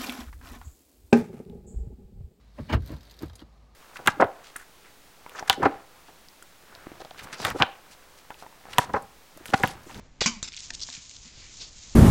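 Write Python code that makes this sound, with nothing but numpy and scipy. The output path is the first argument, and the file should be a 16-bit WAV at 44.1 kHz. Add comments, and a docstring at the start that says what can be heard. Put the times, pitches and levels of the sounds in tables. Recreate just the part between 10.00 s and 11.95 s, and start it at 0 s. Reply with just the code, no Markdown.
"""Outdoors, in light wind, an air rifle clacks and puffs. Its pellet punctures a full can of soda
on an upturned plastic tub: the can rings, hums, whines and starts to hiss. It tips over, knocks
the tub and scrapes off it. Dry litter crackles as the can bumps on the ground and spurts.
The spray hisses on to the end, while a few soft handling bumps reach the microphone."""
import sys
import numpy as np
from scipy import signal
from scipy.fft import rfft, irfft, next_fast_len
from scipy.io import wavfile
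from scipy.ndimage import map_coordinates

SR = 44100
rng = np.random.default_rng(int(sys.argv[2]) if len(sys.argv) > 2 else 0)


def store_pcm(level_fs):
    """Save levels as 16-bit WAV."""
    pcm = np.round(np.clip(level_fs, -1, 1) * 32767).astype(np.int16)
    wavfile.write(sys.argv[1], SR, np.atleast_2d(pcm).T)


N = 85995


def amp(db):
    """Turn decibels into a gain to multiply by."""
    return 10 ** (np.asarray(db) / 20)


def unit(x):
    """Scale a sound to an average (rms) strength of 1."""
    return x / np.sqrt(np.mean(x ** 2) + 1e-20)


def since(start):
    """Seconds since the start time at every sample, zero before it."""
    return np.maximum(np.arange(N) / SR - start, 0)


def along(points, hz):
    """Read between (frequency [Hz], value) points, spaced as the ear hears pitch."""
    freqs, values = np.transpose(points)
    return np.interp(np.log(hz + 1), np.log(freqs + 1), values)


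def curves(rows):
    """Join timed points with straight lines: one curve for each column after the time."""
    times, *columns = np.transpose(rows)
    return [np.interp(since(0), times, column) for column in columns]


def wobble(rate):
    """A smooth curve through `rate` random points a second."""
    return map_coordinates(rng.standard_normal(int(N * rate / SR) + 4), [since(0) * rate])


def filtered(x, response):
    """Turn each frequency of x up or down by the gain response(hz)."""
    size = next_fast_len(N + SR // 2)
    return irfft(rfft(x, size) * response(np.fft.rfftfreq(size, 1 / SR)), size)[:N]


def noise(tone):
    """Steady noise of strength 1, shaped by (frequency [Hz], level [dB]) points."""
    return unit(filtered(rng.standard_normal(N), lambda hz: amp(along(tone, hz))))


def burst(tone, start, db, hold, fade):
    """A rush of noise that starts at once, holds, then drops 60 dB in `fade` seconds."""
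    return noise(tone) * (1 - np.exp(-since(start) / 0.00024)) * amp(db - 60 * since(start + hold) / fade)


def ring(start, db, hz, fade, attack=0.00015):
    """One pure note of a struck object, dropping 60 dB in `fade` seconds."""
    t = since(start)
    return np.sin(2 * np.pi * hz * t) * (1 - np.exp(-t / attack)) * amp(db - 60 * t / fade)


def strike(notes, start, db):
    """A blow sets all the notes of an object ringing almost together."""
    return sum(ring(start + rng.uniform(0, 0.00099), db + level, hz, fade) for hz, level, fade in notes)


def wind():
    """A background rumble with light wind; it drops at the shot and comes back up near the end."""
    # level of the background rumble (time [s], level [dB])
    rumble_level = [(0, -49.5), (.2, -50), (.3, -56), (.7, -54), (1.0, -55.5), (1.55, -55.5), (1.75, -51.5),
                    (1.95, -48)]
    # its deep sound (frequency [Hz], level [dB])
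    tone = [(15, 0.5), (30, 2), (65, -1.5), (110, -6.5), (170, -12.5), (250, -14), (370, -19.5), (900, -24),
            (2000, -27.5), (7000, -38.5), (9000, -52)]
    level_db, = curves(rumble_level)
    gust_db = 2.5 * wobble(7.85)
    return amp(level_db + gust_db) * noise(tone)


def handling():
    """Handling bumps reach the microphone as soft thumps."""
    # the bumps (time [s], level [dB], fade [s])
    bumps = [(0.976, -47.5, 0.073), (1.253, -44, 0.075), (1.376, -44.5, 0.055)]
    # their dull sound (frequency [Hz], level [dB])
    tone = [(30, -4.5), (90, -2), (180, 4), (290, -8), (450, -27), (1500, -51), (5000, -72)]
    return sum(burst(tone, start, db, hold=0.0033, fade=fade) for start, db, fade in bumps)


def yard_echo(x):
    """The ground and trees scatter a sound back as a short echo."""
    # how long the echo lasts (frequency [Hz], fade [s])
    fades = [(200, 0.34), (2000, 0.47), (8000, 0.3)]
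    hz, t, bands = signal.stft(rng.standard_normal(SR // 2), SR, nperseg=256)
    _, tail = signal.istft(bands * amp(-60 * t / along(fades, hz)[:, None]), SR, nperseg=256)
    return signal.fftconvolve(x, tail / np.linalg.norm(tail))[:N]


def litter():
    """Dry litter crackles: each crackle is a tight cluster of tiny, unevenly spaced snaps."""
    # the crackles (time [s], level [dB], length [s], middle frequency [Hz])
    crackles = [(0.5206, -39.5, 0.0015, 3770), (.528, -42, .002, 4250), (.533, -41, 0.0016, 4420),
                (.538, -39.5, 0.0026, 3640), (.545, -37.5, 0.0015, 4660), (.5577, -48, .002, 4200),
                (0.5654, -34.5, 0.0026, 5300), (0.5712, -39, 0.0029, 4900), (0.575, -38.5, .006, 3680),
                (.588, -42.5, .012, 5300), (0.604, -36, .002, 5940), (0.704, -33, 0.0039, 5450),
                (0.733, -44.5, 0.0022, 5270), (.737, -37.5, 0.0021, 5250), (0.743, -38, 0.0021, 5260),
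                (0.747, -34.5, 0.0062, 5940), (0.7957, -40.5, 0.0018, 5370), (0.8036, -38, 0.0038, 5670),
                (0.9006, -36, 0.0022, 5000), (0.9285, -36.5, 0.0022, 5400), (.939, -40.5, 0.0019, 5500),
                (0.9505, -38, 0.0028, 4600), (1.0952, -38, 0.0011, 6300), (1.112, -40.5, 0.00072, 4560),
                (1.166, -37.5, 0.00088, 3900)]
    snaps_per_s, snap_s, fade_cycles = 5000, 0.0005, 3
    out, t = np.zeros(N + SR), np.arange(SR // 25) / SR
    for start, db, length, hz in crackles:
        count = int(length * snaps_per_s) + 2
        scatter, pitch, size = rng.standard_normal((3, count, 1))
        onsets = length * (np.arange(count)[:, None] + scatter % 1) / count
        cycles = np.maximum(t - onsets, 0) * hz * np.exp(0.28 * pitch)
        snaps = np.sign(size) * amp(2 * size - 60 * cycles / fade_cycles) * np.sin(2 * np.pi * cycles)
        band = signal.butter(2, [0.61 * hz, min(1.73 * hz, 7800)], 'band', fs=SR, output='sos')
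        crackle = signal.sosfilt(band, snaps.sum(axis=0))
        crackle *= np.sqrt((length + snap_s) * SR / np.sum(crackle ** 2))  # strength near 1
        out[round(start * SR):][:len(t)] += amp(db) * crackle
    return out[:N]


def spray():
    """The jet of soda hisses, its droplets patter, and it sweeps past as the can turns."""
    # level of the jet's hiss (time [s], level [dB])
    hiss_level = [(.25, -71), (.33, -48), (.41, -58.5), (.51, -59.5), (.57, -52.5), (.645, -44),
                  (.69, -50.5), (.78, -50), (.855, -47.5), (.89, -40), (.915, -47.5), (.945, -40.5),
                  (1.0, -49), (1.12, -49), (1.21, -52), (1.28, -49.5), (1.33, -56.5), (1.46, -52.5),
                  (1.57, -46.5), (1.66, -49.5), (1.73, -54), (1.83, -48), (1.95, -49.5)]
    # its bright sound (frequency [Hz], level [dB])
    hiss_tone = [(300, -40.5), (1000, -10.5), (1600, -13.5), (2500, -6), (4000, 0.5), (5500, 2),
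                 (7200, 4.5), (7900, -9), (9000, -18)]
    # moments when the jet sweeps past (time [s], level [dB], rise [s], fall [s])
    passes = [(1.40, -50, 0.082, 0.058), (1.616, -36.5, 0.013, 0.021), (1.668, -50, .015, 0.019)]
    # the swish of a pass (frequency [Hz], level [dB])
    swish_tone = [(300, -14), (1800, -17.5), (2600, -8.5), (3700, -1.5), (4800, 2.5), (6500, -6.5),
                  (9000, -24.5)]
    drops_per_s, drop_spread_db, drop_share = 1800, 5.5, 0.35
    clicks = (rng.random(N) < drops_per_s / SR) * rng.choice([-1, 1], N)
    sizes = amp(drop_spread_db * np.minimum(rng.exponential(size=N), 4))
    drops = unit(filtered(clicks * sizes, lambda hz: amp(along(hiss_tone, hz))))
    level_db, = curves(hiss_level)
    flicker_db = 0.96 * wobble(49.83)
    jet = np.sqrt(1 - drop_share) * noise(hiss_tone) + np.sqrt(drop_share) * drops
    t = since(0)
    swells = sum(amp(db) * np.exp(np.minimum((t - peak) / rise, (peak - t) / fall))
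                 for peak, db, rise, fall in passes)
    return amp(level_db + flicker_db) * jet + swells * noise(swish_tone)


def sputter():
    """The jet spurts roughly, and a lower, throaty hiss swells as the can turns."""
    # the spurts (time [s], level [dB], hold [s], fade [s])
    spurts = [(0.8144, -35, 0.0061, .01), (0.8214, -30, 0.0052, 0.021), (0.8321, -30.5, 0.0036, 0.034),
              (0.847, -39.5, .002, 0.016)]
    # their sharp sound (frequency [Hz], level [dB])
    spurt_tone = [(500, -26.5), (2600, -19.5), (3300, -5), (4300, 1.5), (5600, 3.5), (6500, -6),
                  (9000, -24)]
    # level of the throaty hiss (time [s], level [dB])
    throat_level = [(.4, -77.5), (.58, -57), (.68, -64), (.84, -80), (.89, -61), (.97, -49), (1.05, -66),
                    (1.2, -71), (1.28, -56.5), (1.35, -61.5), (1.45, -55.5), (1.52, -57), (1.57, -79),
                    (1.7, -78), (1.76, -61.5), (1.95, -65.5)]
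    # its sound (frequency [Hz], level [dB])
    throat_tone = [(800, -23), (1600, -6.5), (2300, -1), (2900, -3.5), (4000, -7), (8000, -28.5)]
    spurting = sum(burst(spurt_tone, *spurt) for spurt in spurts)
    roughness = unit(amp(1.5 * wobble(1300)))
    throat_db, = curves(throat_level)
    return spurting * roughness + amp(throat_db + 2.0 * wobble(200)) * noise(throat_tone)


def can_on_ground():
    """The can knocks on the ground with a clank, and its body rings."""
    # the knocks (time [s], level [dB], pitch [Hz], fade [s])
    knocks = [(0.7046, -32.5, 1775, 0.017), (0.8879, -34, 1020, 0.0074)]
    # the noise of a knock (frequency [times the pitch], level [dB])
    shape = [(.1, -25.5), (.4, -21), (.6, -13), (.8, -18.5), (1, 3.5), (1.22, -18), (1.42, 0), (2, -14.5),
             (6, -30)]
    # notes of the can's body (frequency [Hz], level [dB], fade [s])
    body_notes = [(255.4, -17, 0.098), (709, -20.5, 0.095), (894, -18, 0.07)]
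    out = np.zeros(N)
    for start, db, hz, fade in knocks:
        tone = [(hz * multiple, level) for multiple, level in shape]
        clank = ring(start, db + 3.5, hz, fade)
        out += burst(tone, start, db, hold=0.0011, fade=fade) + clank + strike(body_notes, start, db)
    return out


def can_on_tub():
    """The can tips over: the hollow tub thuds, the rim rings, and the can scrapes off."""
    # the knock on the tub (frequency [Hz], level [dB])
    knock_tone = [(60, -7.5), (150, -5), (400, -14), (1000, -10), (2000, -11), (2700, -18), (3600, 5.5),
                  (5400, -9.5), (6200, 3), (7300, -3.5), (9000, -22.5)]
    # notes of the can's rim (frequency [Hz], level [dB], fade [s])
    rim_notes = [(3720, -6, 0.039), (4500, -13, 0.14), (5460, -15, .13), (6000, 2, 0.06), (7000, -1, 0.043),
                 (7200, 1.5, .06)]
    # the scrapes (time [s], level [dB], hold [s], fade [s])
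    scrapes = [(0.434, -35, .006, .17), (0.4758, -38, .013, 0.022)]
    # their rasp (frequency [Hz], level [dB])
    scrape_tone = [(120, -12), (280, -5), (500, -20.5), (1300, -8.5), (1900, -11), (2550, 1), (3100, -10.5),
                   (3750, 4.5), (4400, -8.5), (5200, 6), (5750, -6), (6400, -2), (6900, -11), (7300, 3),
                   (7900, -15), (9000, -17)]
    start = 0.4276
    knock = burst(knock_tone, start, db=-24.5, hold=0.0019, fade=0.011)
    thud = ring(start, db=-29.5, hz=115, fade=0.028)
    scraping = sum(burst(scrape_tone, *scrape) for scrape in scrapes) * amp(1.8 * wobble(500))
    return knock + thud + strike(rim_notes, start, db=-30) + scraping


def rifle():
    """The rifle's steel parts clack, ring and rebound while air puffs from the barrel."""
    # the clacks (time [s], level [dB], hold [s], fade [s])
    clacks = [(0.2071, -24, 0.018, 0.034), (0.2277, -30.5, 0.0018, 0.11), (0.2385, -28, 0.0025, 0.11)]
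    # their sharp sound (frequency [Hz], level [dB])
    clack_tone = [(60, -27), (500, -15), (1300, -13), (1900, -6.5), (2800, -3), (4000, -0.5), (5200, -1.5),
                  (6500, -6), (7600, -10.5), (9000, -33)]
    # notes of the steel (frequency [Hz], level [dB], fade [s])
    steel_notes = [(2880, -6, 0.062), (3390, -2, 0.12), (4000, 3, .11), (4600, 8, 0.056),
                   (5160, -5.5, 0.072)]
    # the escaping air (frequency [Hz], level [dB])
    puff_tone = [(25, 0.5), (100, 0.5), (250, -10.5), (480, 1.5), (650, -8.5), (900, -1.5), (1600, -13.5),
                 (4500, -11), (9000, -29.5)]
    clacking = sum(burst(clack_tone, start, db, hold, fade) + strike(steel_notes, start, db - 11.5)
                   for start, db, hold, fade in clacks)
    return clacking + burst(puff_tone, start=0.2138, db=-20.5, hold=0.0049, fade=0.026)


def whine(start):
    """A rough whine of two notes slides down after the pellet hits."""
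    # path of the lower note (time [s], pitch [Hz], level [dB])
    slide = [(.285, 1060, -56), (.315, 1007, -44), (.335, 947, -49.5), (.355, 870, -55.5),
             (.385, 832, -70.5)]
    hz, db = curves(slide)
    end = slide[-1][0]
    phase = 2 * np.pi * np.cumsum(hz * (1 + 0.01 * wobble(150))) / SR
    notes = np.sin(phase) + amp(-5.5) * np.sin(1.18 * phase)
    fade_in_out = (1 - np.exp(-since(start) / 0.01)) * np.exp(-since(end) / 0.01)
    return fade_in_out * amp(db + 2.5 * wobble(120)) * notes


def puncture():
    """The pellet bursts the can: its wall rings, and the shaken can hums on the hollow tub."""
    # the pellet's first contact (frequency [Hz], level [dB])
    crack_tone = [(100, -18.5), (700, -7), (1200, 0.5), (1800, -0.5), (2400, 2.5), (3300, -12),
                  (5500, -13.5), (7200, -8.5), (9000, -35.5)]
    # the can bursting (frequency [Hz], level [dB])
    pop_tone = [(50, -22), (130, -20), (270, 3.5), (400, -10), (600, -20.5), (1000, -5), (1350, -3.5),
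                (1800, -10.5), (2350, -0.5), (3900, -8.5), (4700, -1.5), (6700, 1), (7600, -8.5),
                (9000, -33.5)]
    # notes of the can's wall (frequency [Hz], level [dB], fade [s])
    wall_notes = [(1258, -11, 0.11), (2282, 7.5, 0.091), (2330, 5, 0.11), (2430, -7, 0.11), (2966, -6, .14),
                  (3095, -3, 0.16), (4360, -6, 0.052), (4680, -7.5, .12), (4690, -3, 0.17),
                  (5780, 0.5, 0.11), (6170, -11, .11), (6686, -2.5, .14), (6901, -13, 0.17)]
    # the low hums (time [s], level [dB], pitch [Hz], attack [s], fade [s])
    hums = [(0.2608, -23.5, 230.8, 0.0017, 0.17), (0.2591, -24, 187, .003, 0.081),
            (.364, -31.5, 205, 0.0083, .1)]
    start = 0.2597
    wall = strike(wall_notes, start, db=-29.5)
    crack = burst(crack_tone, start, db=-21.5, hold=0.0015, fade=0.015)
    pop = burst(pop_tone, start, db=-18, hold=0.0035, fade=0.12)
    hum = sum(ring(time, db, hz, fade, attack) for time, db, hz, attack, fade in hums)
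    return crack + pop + wall + hum + whine(start)


def scene():
    """The shot, burst and tumble echo faintly in the yard, over spray and wind."""
    hits = rifle() + puncture() + can_on_tub() + can_on_ground() + litter()
    return (hits + amp(-16) * yard_echo(hits) + spray() + sputter() + wind() + handling())[None]


def record(dry):
    """Round off the loudest peaks and cut away the highest treble."""
    peak_limit, rolloff_hz, top_hz = 0.235, 8500, 9200
    rounded = dry[0] / (1 + np.abs(dry[0] / peak_limit) ** 4) ** (1 / 4)
    return filtered(rounded, lambda hz: (hz < top_hz) / np.sqrt(1 + (hz / rolloff_hz) ** 60))[None]


dry = scene()
out = record(dry)
store_pcm(out)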